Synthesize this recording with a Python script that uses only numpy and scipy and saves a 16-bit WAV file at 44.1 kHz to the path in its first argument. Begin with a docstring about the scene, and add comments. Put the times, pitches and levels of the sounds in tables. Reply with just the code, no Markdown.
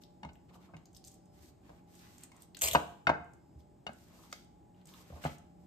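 """A glass dish knocks and rocks on a stone counter as hands turn wet fish in it and shears cut one fin.
Each knock sets glass and stone ringing, and the flesh lands with low thuds. The blades grind and the
fin rays snap; scales tick, and wet skin hisses and squelches under the fingers.
It all plays close up, in a hard-walled kitchen where a fridge hums."""
import sys
import numpy as np
from scipy import signal
from scipy.fft import rfft, irfft
from scipy.io import wavfile
from scipy.ndimage import uniform_filter1d

SR = 44100
rng = np.random.default_rng(int(sys.argv[2]) if len(sys.argv) > 2 else 0)


def transcribe(signal):
    """Save signal, clipped to [-1, 1], as a 16-bit WAV file at the path in sys.argv[1]."""
    frames = np.atleast_2d(signal).T
    limited = np.clip(frames, -1, 1)
    pcm = np.round(limited * 32767).astype(np.int16)
    wavfile.write(sys.argv[1], SR, pcm)


N = 249708


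def undb(db):
    """Gain for a level in dB."""
    return 10 ** (np.asarray(db) / 20)


def unit(x):
    """Scales x to rms 1."""
    return x / np.sqrt(np.mean(x ** 2))


def band(x, hz, octaves, order=2):
    """Band-pass around hz."""
    edges = np.minimum(hz * 2 ** (np.array([-.5, .5]) * octaves), SR * np.array([.44, .48]))
    return signal.sosfilt(signal.butter(order, edges, "band", fs=SR, output="sos"), x)


def rolloff(x, hz, kind="low", order=2):
    """Low-pass or high-pass with its corner at hz."""
    return signal.sosfilt(signal.butter(order, hz, kind, fs=SR, output="sos"), x)


def equalise(x, curve):
    """Colours x along a curve of (Hz, dB) points."""
    hz, db = np.transpose(curve)
    freqs = np.maximum(np.fft.rfftfreq(x.shape[-1], 1 / SR), 1)
    return irfft(rfft(x) * undb(np.interp(np.log(freqs), np.log(hz), db)), x.shape[-1])


def fade(t60, seconds):
    """Exponential decay, 60 dB down after t60 seconds."""
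    return np.exp(-np.log(1000) * np.arange(int(seconds * SR)) / SR / max(t60, .002))


def add(out, start, x):
    """Mixes x into out from start, in seconds."""
    i = int(start * SR)
    out[..., i:i + x.shape[-1]] += x[..., :N - i]


def place(x, pan_db, lag):
    """Stereo position: the left is pan_db louder, the right comes lag samples later."""
    return np.array([x * undb(pan_db / 2), np.roll(x, lag) * undb(-pan_db / 2)])


def wander(per_s):
    """Drift of rms 1, gliding to a new random value per_s times a second."""
    step = int(SR / per_s)
    return unit(uniform_filter1d(np.repeat(rng.standard_normal(N // step + 1), step), step)[:N])


def grains(per_s, spread_db):
    """Random clicks with a long tail of sizes, rms 1."""
    hit = rng.random(N) < per_s / SR
    return unit(hit * rng.standard_normal(N) * undb(spread_db * rng.exponential(size=N)))


def ring(modes, seconds, variation=1):
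    """Stereo ring of a struck body; each blow varies the level, phase and pitch of its modes."""
    t = np.arange(int(seconds * SR)) / SR
    hz, db, t60 = np.transpose(modes)[:, :, None]
    level_jitter, phase_jitter, pitch_jitter = variation * rng.standard_normal((len(hz), 3)).T[..., None]
    hz = hz * (1 + .0047 * pitch_jitter)
    envelope = undb(db + 1.5 * level_jitter) * np.exp(-np.log(1000) * t / t60) * np.minimum(t / .0022, 1)
    right_lag_s = .00015
    phase = np.pi * hz * right_lag_s + .72 * np.minimum(hz / 700, 1) * phase_jitter  # bass stays narrow
    return np.array([np.sum(envelope * np.sin(2 * np.pi * hz * t + k * phase), axis=0) for k in (1, -1)])


def fridge():
    """The motor hums in wavering tones, the higher ones wider in stereo."""
    # Each row: pitch in Hz, level in dB.
    tones = [(177.6, -71.5), (253.0, -87), (414.5, -93.5), (592.2, -81.5), (769.8, -82), (829.0, -75.5),
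             (5120, -94), (7150, -91.5)]
    t = np.arange(N) / SR
    hum = np.zeros((2, N))
    for hz, db in tones:
        level = np.sqrt(2) * undb(db + 3.3 * wander(4.2))
        stereo_phase = np.array([[0], [min(hz / 400, 2)]])
        hum += level * np.sin(2 * np.pi * hz * t + 1.5 * wander(23) + stereo_phase)
    return hum


def room_tone():
    """A soft bed of air noise, mostly low rumble."""
    # Each row: frequency in Hz, relative level in dB.
    colour = [(18, -31.5), (30, 0), (179, -8), (336, -6.5), (512, -19.5), (822, -16.5), (913, -22.5),
              (1390, -32), (5900, -40.5), (7270, -34), (9220, -37), (10200, -64.5), (11700, -39),
              (13300, -45), (16000, -71)]
    # Each row: frequency in Hz, likeness of left and right from 0 to 1.
    stereo_likeness = [(60, 0.41), (130, 0.94), (290, 0.71), (640, 0.37), (1410, 0.62), (3100, 0.45),
                       (6820, 1), (15000, 1)]
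    hz, likeness = np.transpose(stereo_likeness)
    freqs = np.maximum(np.fft.rfftfreq(N, 1 / SR), 1)
    likeness = np.clip(np.interp(np.log(freqs), np.log(hz), likeness), -.95, .95)
    mid, side = (irfft(rfft(rng.standard_normal(N)) * np.sqrt(1 + k * likeness), N) for k in (1, -1))
    air = unit(equalise(np.array([mid + side, mid - side]), colour))
    return undb(-64 + .2 * wander(4.1)) * air


def kitchen_reverb(send):
    """Hard walls return a short tail that dies band by band, narrower in the bass."""
    # Each row: band centre in Hz, t60 in seconds.
    decays = [(150, 0.44), (500, 0.29), (1500, 0.49), (4000, 0.15), (10000, 0.12)]
    t = np.arange(int(.6 * SR)) / SR
    tail = np.zeros((2, len(t)))
    for hz, t60 in decays:
        width = min(hz / 450, 1)
        noise = np.array([[1, width], [1, -width]]) @ rng.standard_normal(tail.shape) / np.hypot(1, width)
        tail += fade(t60, .6) * band(noise, hz, 3.04, order=1)
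    tail *= np.clip((t - .004) / .0048, 0, 1)  # pre-delay, then fade-in
    tail /= np.sqrt(np.sum(tail[0] ** 2))
    return signal.fftconvolve(send.mean(axis=0)[None], tail, axes=1)[:, :N]


def finger_pressure(gestures):
    """Envelope of the grip: each gesture swells, holds and lets go."""
    attack_s, swell_share, release_t60 = .023, .28, .076
    pressure = np.zeros(N)
    for start, length, db in gestures:
        t = np.arange(int(length * SR)) / SR
        held = np.minimum(t / max(attack_s, swell_share * length), 1)
        add(pressure, start, undb(db) * np.concatenate([held, held[-1] * fade(release_t60, .3)]))
    return pressure


def wet_skin():
    """Sliding fingers raise a grainy hiss and squish; wet pockets pop as flesh is gripped or lands."""
    # Each row: start in seconds, length in seconds, hiss in dB, squish in dB.
    strokes = [(0.007, 0.016, -56, -68.5), (0.482, 0.015, -74, -67), (0.522, 0.035, -65, -69),
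               (0.594, 0.07, -73.5, -71), (0.939, 0.02, -62, -98), (1.033, 0.047, -59.5, -95),
               (1.09, 0.065, -65.5, -95), (1.316, 0.086, -70, -77.5), (1.402, 0.092, -64, -75),
               (1.603, 0.19, -77.5, -74), (1.861, 0.36, -64.5, -69.5), (2.218, 0.022, -60, -60),
               (2.323, 0.056, -71, -73), (2.385, 0.054, -64.5, -77), (3.578, 0.022, -72.5, -79),
               (3.87, 0.17, -72, -77.5), (3.994, 0.372, -68.5, -72.5), (4.293, 0.14, -68.5, -91),
               (4.75, 0.072, -86, -78.5), (4.844, 0.18, -64, -69), (5.031, 0.19, -65.5, -70),
               (5.212, 0.046, -54.5, -56.5), (5.245, 0.031, -58, -51.5), (5.283, 0.067, -63.5, -72),
               (5.582, 0.07, -78.5, -88.5)]
    # Each row: start in seconds, length in seconds, level in dB.
    squelches = [(0.489, 0.023, -64.5), (0.522, 0.054, -63.5), (0.614, 0.04, -82), (0.675, 0.022, -64),
                 (0.736, 0.043, -71.5), (1.656, 0.094, -74.5), (2.312, 0.11, -72.5), (4.027, 0.24, -70.5),
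                 (4.883, 0.13, -68), (5.128, 0.057, -66), (5.245, 0.033, -48.5), (5.3, 0.024, -71)]
    # The pitch in Hz of each size of wet pocket.
    pocket_pitches = (480, 720, 930, 1150)
    hiss = finger_pressure(np.array(strokes)[:, [0, 1, 2]]) * undb(1.3 * (wander(40) + wander(14)))
    squish = finger_pressure(np.array(strokes)[:, [0, 1, 3]]) * undb(2.5 * wander(30))
    pops = unit(sum(band(grains(per_s=200, spread_db=2), hz, .3) for hz in pocket_pitches))
    out = np.zeros((2, N))
    for channel in out:
        channel += hiss * unit(band(grains(per_s=9000, spread_db=1.3), 7000, 1.9))
        channel += squish * unit(band(grains(per_s=2500, spread_db=1.5), 1500, 2.4))
    return out + finger_pressure(squelches) * pops


def scale_ticks():
    """Scales and spines flick under the fingers in tiny bright cracks."""
    # Each row: start in seconds, level in dB, centre in Hz, pan to the left in dB.
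    ticks = [(0.036, -49, 4170, 12), (0.332, -56.5, 6860, 4), (0.3546, -56, 2570, 7), (0.543, -55, 3600, 0),
             (0.627, -62, 3500, 0), (0.856, -48, 5800, 3), (0.93, -56, 7840, -5), (0.9475, -55, 5250, 19),
             (0.965, -46.5, 4900, -6), (0.969, -43, 8800, 0), (1.0407, -46.5, 5400, -5),
             (1.048, -42.5, 7640, 7), (1.0725, -40.5, 7700, -5), (1.0797, -41, 7100, 3),
             (1.115, -48.5, 8150, -2.0), (1.1414, -50, 8200, -2), (1.256, -57, 8100, 5),
             (1.9527, -49, 8300, 3), (1.9918, -52, 4370, -4), (2.1815, -43, 8000, -5),
             (2.209, -48, 8260, -1.0), (2.235, -34, 8360, -1.0), (2.317, -53.5, 7250, -7),
             (2.364, -48.5, 8200, -1), (2.4214, -41, 9600, -2), (2.43, -54, 7700, 13),
             (2.5473, -39.5, 3700, 9), (2.569, -39.5, 7040, -9), (2.59, -37, 7200, 1),
             (3.244, -62, 7940, 1.5), (3.3345, -57, 7730, 13.5), (3.6046, -59.5, 4070, 3),
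             (3.932, -50.5, 8400, 5.5), (4.2383, -59.5, 4630, 0.0), (4.315, -49.5, 5960, 2),
             (4.327, -34.5, 5500, -9), (4.445, -58, 8490, 0), (4.7453, -67.5, 3000, 4),
             (4.763, -66, 3420, 2), (4.813, -63, 3570, 0.5), (4.8552, -47, 7400, 1), (4.871, -45, 8800, -1),
             (4.8897, -50.5, 3700, 4), (4.9375, -46.5, 3500, 1.0), (5.242, -43, 3000, 6),
             (5.247, -40, 7850, 0), (5.2661, -39, 3020, 0.0), (5.3827, -49, 7260, 0.5)]
    out, t = np.zeros((2, N)), np.arange(SR // 10) / SR
    envelope = fade(t60=.023, seconds=.1) * np.minimum(t / .00076, 1)
    for start, db, hz, pan_db in ticks:
        noise = rng.standard_normal(len(t))
        sparkle = .22 * unit(band(noise, 5300, 1.4)) + .35 * unit(band(noise, 13000, .35))
        tick = (unit(band(noise, hz, .68)) + sparkle) * envelope
        add(out, start, place(undb(db) * tick / np.abs(tick).max(), pan_db, lag=0))
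    return out


def flesh_thuds():
    """Heavy flesh drops in the dish: a low, damped thud that sags in pitch."""
    # Each row: start in seconds, level in dB, opening pitch in Hz, t60 in seconds.
    drops = [(0.233, -47.5, 200, 0.15), (0.252, -46.5, 193, 0.083), (0.748, -42, 158, 0.064),
             (2.754, -31.5, 147.9, 0.085), (3.097, -33.5, 149, 0.066), (3.868, -51.5, 204, 0.096),
             (3.894, -44.5, 235, 0.083), (4.328, -59, 232.4, 0.075), (5.257, -34, 146.7, 0.1)]
    out, t = np.zeros(N), np.arange(SR // 5) / SR
    for start, db, hz, t60 in drops:
        envelope = undb(db) * np.minimum(t / .0046, 1) * fade(t60, .2)
        add(out, start, envelope * np.sin(2 * np.pi * hz * t * (1 - .92 * t)))
    return place(out, pan_db=-1.6, lag=4)


def shears():
    """Stick-slip grains and snapping rays ring blades and fin; the dish takes up the push."""
    # The blades grinding. 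Each row: time in seconds, level in dB.
    grind_curve = [(2.602, -77), (2.619, -34.5), (2.662, -34.5), (2.668, -39), (2.687, -37.5), (2.693, -46),
                   (2.752, -45.5), (2.76, -67)]
    # Fin rays snapping. Each row: start in seconds, level in dB, upper crack in Hz, t60 in seconds,
    # sheen offset in dB, lower crack in Hz, its offset in dB.
    snaps = [(2.6121, -33.5, 6360, 0.019, -8.5, 3100, -8), (2.618, -25, 7124, 0.035, -3, 3500, -10),
             (2.6343, -26.5, 7640, 0.023, -3.5, 4400, -5.5), (2.638, -28, 8300, 0.02, -2, 4700, -4),
             (2.647, -27, 8450, 0.019, -1, 4560, -2), (2.6577, -28.5, 8290, 0.011, -3, 4500, -4.5),
             (2.673, -29, 5284, 0.024, -8, 2600, -1.5), (2.68, -34.5, 6500, .016, -4, 2720, -0.5),
             (2.685, -25, 7970, .016, -4, 3320, 1.5), (2.7122, -29, 7525, 0.018, 3, 3470, -1),
             (2.7317, -33, 6455, 0.046, 2, 3270, 0)]
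    # Resonances of fin and blades. Each row: centre in Hz, nominal width in Hz, relative level in dB.
    resonances = [(2800, 630, -5), (4300, 30, -2), (6340, 28, -3), (6930, 40, 4), (7170, 60, 3),
                  (7900, 50, 2.5), (8520, 35, 3), (9140, 40, -4)]
    cut_start_s, crack_width_hz = 2.5, 800
    t = np.arange(N) / SR
    force = undb(np.interp(t, *np.transpose(grind_curve), left=-120, right=-120) + 2.5 * wander(250))
    cracks, sheen_level = np.zeros(N), force * undb(-2)
    for start, db, high_hz, t60, sheen_db, low_hz, low_db in snaps:
        burst = undb(db) * fade(t60, .1) * np.minimum(t[:SR // 10] / .0014, 1)
        add(force, start, burst)
        add(sheen_level, start, burst * undb(sheen_db))
        for hz, crack_db in ((high_hz, 1), (low_hz, low_db)):
            noise = band(rng.standard_normal(len(burst)), hz, crack_width_hz / hz / np.log(2))
            add(cracks, start, burst * undb(crack_db) * unit(noise))
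    rub = grains(per_s=12000, spread_db=.99)
    fin_ring, blade_ring = (
        unit(sum(undb(db) * band(rub, hz, 2 * width / hz + .0081, order=1)
                 for hz, width, db in resonances if low < hz < high))
        for low, high in ((2000, 5000), (5000, 10000)))
    blade = force * unit(blade_ring + 3.7 * unit(band(rub, 7600, .55)))
    sheen = sheen_level * unit(band(rub, 13050, .4))
    grit = force * unit(fin_ring + 2 * unit(band(rub, 3700, 2.5)))
    body = force * unit(unit(band(rub, 1200, 2.2)) + .3 * unit(band(rub, 697, .08, order=1)))
    # The cut darkens as the blades close on thicker rays.
    closing_s = np.clip(t - cut_start_s, 0, .14)
    grit *= undb(-18.5 + 80 * closing_s)
    body *= undb(-26.5 + 110 * closing_s)
    return place(blade + sheen, 1, lag=-4) + place(cracks + grit, .88, lag=-2) + place(body, 4, lag=9)


def stone_counter(knock_pulses):
    """The slab booms under the dish's knocks and the dull bumps of a hand or hip."""
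    # Each row: start in seconds, push in dB.
    bumps = [(0.256, -57), (0.741, -59), (2.629, -45), (2.68, -61.5), (2.716, -46.5), (3.552, -49.5),
             (5.12, -44.5)]
    # Each row: pitch in Hz, relative level in dB, t60 in seconds.
    slab_modes = [(78.3, -6.5, 0.19), (149, 5, 0.045), (241.4, -7.5, 0.13)]
    push = knock_pulses.copy()
    for start, db in bumps:
        add(push, start, undb(db) * np.hanning(int(.011 * SR)))
    push = rolloff(push, 62, "high")
    slab = ring(slab_modes, seconds=.55, variation=.12)
    return undb(-34.5) * signal.fftconvolve(push[None], slab, axes=1)[:, :N]


def dish_knocks():
    """Glass hits stone. Returns the rough contact tone, the crack and the ring of dish and counter."""
    # Each row: start in seconds, level in dB, contact pitch in Hz, contact length in seconds,
    # then offsets in dB for the counter push, the crack and the dish's body, wall, lip and rim.
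    knocks = [(0.231, -40.5, 847, 0.0069, -22, -5, -11, -19, -14, -12.5),
              (0.248, -41, 880, 0.0079, -1.5, -5, -15, -19, -15.5, -21),
              (0.289, -51.5, 854, 0.006, -13, -12, -15, -9.5, -10, -6.5),
              (0.7362, -50.5, 770, 0.0029, 0.5, -20, -8, -9.5, -19, -32),
              (0.742, -51, 990, 0.0032, -5, -12, -11, -19, -5.5, -16),
              (0.7662, -56.5, 694, 0.002, -11, 11.5, -13, -26, -24, -8),
              (1.693, -49.5, 710, 0.0025, -7, -7, -6.5, -17, -24, -24),
              (2.317, -59, 990, 0.0077, -3, 6, -25, -14, -4, -4),
              (2.568, -61, 580, 0.0024, -38, 23, -2.5, 1, -4, -1),
              (2.736, -38, 689, 0.016, -30, -30, -10, -20, -30.5, -37),
              (2.7491, -12, 960, 0.0034, -18.5, -15, -18, -23, -24.5, -18.5),
              (2.7531, -14, 924, 0.0075, -27, -25, -21.5, -30, -22.5, -30),
              (3.0691, -13.5, 1485, 0.0051, -22, -18, -15, -15.5, -14, -17.5),
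              (3.092, -18, 898, 0.0038, -15.5, -18.5, -13, -17.5, -18.5, -22),
              (3.0975, -20.5, 910, 0.0039, -25, -35, -15.5, -15, -30.5, -33.5),
              (3.137, -37, 1544, 0.031, -25.5, -40, -12.5, -13, -23, -40),
              (3.8658, -33.5, 760, 0.0042, -19.5, -3.5, -15.5, -11, -18.5, -9),
              (3.8663, -36, 2860, 0.016, -41, -30, -36.5, -33, -41.5, -23),
              (3.8915, -40, 710, 0.0045, -12, -30, -15.5, -11.5, -18, -24),
              (4.326, -41, 1290, 0.0043, -31, 12, -14.5, -9, -12.5, -38),
              (5.102, -50.5, 524, 0.008, 3.5, -30.5, -21.5, -34.5, -32, -32),
              (5.124, -52, 615, 0.0072, -11, -35, -2, -28, -35, -35),
              (5.162, -53.5, 646, 0.013, -21, -26, -0.5, -6.5, -18, -14),
              (5.238, -48.5, 1540, 0.014, 3, -13, -2.5, 1, -7, -0.5),
              (5.251, -26.5, 590, 0.0029, -4.5, -32, -14.5, -17.5, -29.5, -28),
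              (5.259, -30, 800, 0.0062, -9, -25, -17, -24, -23, -25)]
    # Each row: pitch in Hz, relative level in dB.
    glass_modes = [(310, -11.5), (420, -17.5), (590, -2.5), (697, 3), (764, -9.5), (845, -12), (926, -7),
                   (1023, -9.5), (1240, -6), (1400, -9), (1485, -2.5), (1570, 1), (2160, 2), (2550, 0),
                   (2840, 0.5), (2985, -4.5), (3700, -4.5), (4400, -6), (4715, -9), (5600, -9.5)]
    # The borders in Hz between the modes of body, wall, lip and rim.
    part_borders = (1150, 1800, 2700)
    mode_hz, mode_db = np.transpose(glass_modes)
    mode_t60 = .097 * (1000 / mode_hz) ** .43  # the wet load chokes higher modes sooner
    mode_part = np.digitize(mode_hz, part_borders)
    (contact, cracks, pulses), glass = np.zeros((3, N)), np.zeros((2, N))
    t = np.arange(SR // 8) / SR
    for start, db, hz, length, push_db, crack_db, *part_db in knocks:
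        rough = unit(band(rng.standard_normal(len(t)), 1000, 1.7))
        bright = unit(band(rng.standard_normal(len(t)), 4200, 2.6))
        # The contact swells, holds, and is choked as the dish settles.
        hold = np.sin(np.pi / 2 * np.minimum(t / .001, 1)) ** 2 * np.exp(-(t / length) ** 5)
        tone = .81 * np.sin(2 * np.pi * hz * t) + .086 * rough
        crack = .5 * np.minimum(t / .0015, 1) * np.exp(-t / .0035) * bright
        add(contact, start, undb(db) * (tone * hold + .2 * rough * np.exp(-t / .012)))
        add(cracks, start, undb(db + crack_db) * crack)
        add(pulses, start, undb(db + push_db) * np.hanning(int(.0021 * SR)))
        struck = np.column_stack([mode_hz, mode_db + np.take(part_db, mode_part), mode_t60])
        add(glass, start, undb(db) * ring(struck, seconds=.18))
    counter = stone_counter(pulses)
    # Chatter on the stone roughens the lower ring.
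    chatter = .64 * wander(260) * rolloff(glass, part_borders[2])
    return place(contact, 3.5, lag=9), place(cracks, 1, lag=2), glass + chatter + counter


def scene():
    """Everything at the dish feeds the kitchen reverb; fridge and room tone are already diffuse."""
    contact, cracks, ringing = dish_knocks()
    handling = scale_ticks() + wet_skin() + shears()
    thuds = flesh_thuds()
    # The rocking dish swings its ring about, so the walls get it blurred, and mostly its lower part.
    blurred = ringing * (1 + .7 * wander(500))
    dull = rolloff(blurred + thuds + undb(-4) * contact, 2603)
    send = undb(-11) * dull + undb(-5.5) * cracks + undb(-6) * handling
    direct = contact + cracks + ringing + thuds + handling
    return direct + kitchen_reverb(send) + fridge() + room_tone()


def record(dry):
    """The sound loses its deep bass, has a narrow dip in the treble near 10 kHz and no very top."""
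    # Each row: frequency in Hz, gain in dB.
    tone_curve = [(100, 4.5), (8500, -2), (9700, -7.5), (10400, -26), (11100, -7), (12500, 0),
                  (14200, -4.5), (15500, -19)]
    heard = rolloff(equalise(dry, tone_curve), 56, "high", order=4)
    return signal.sosfilt(signal.ellip(10, .2, 80, 16350, fs=SR, output="sos"), heard)


dry = scene()
out = record(dry)
transcribe(out)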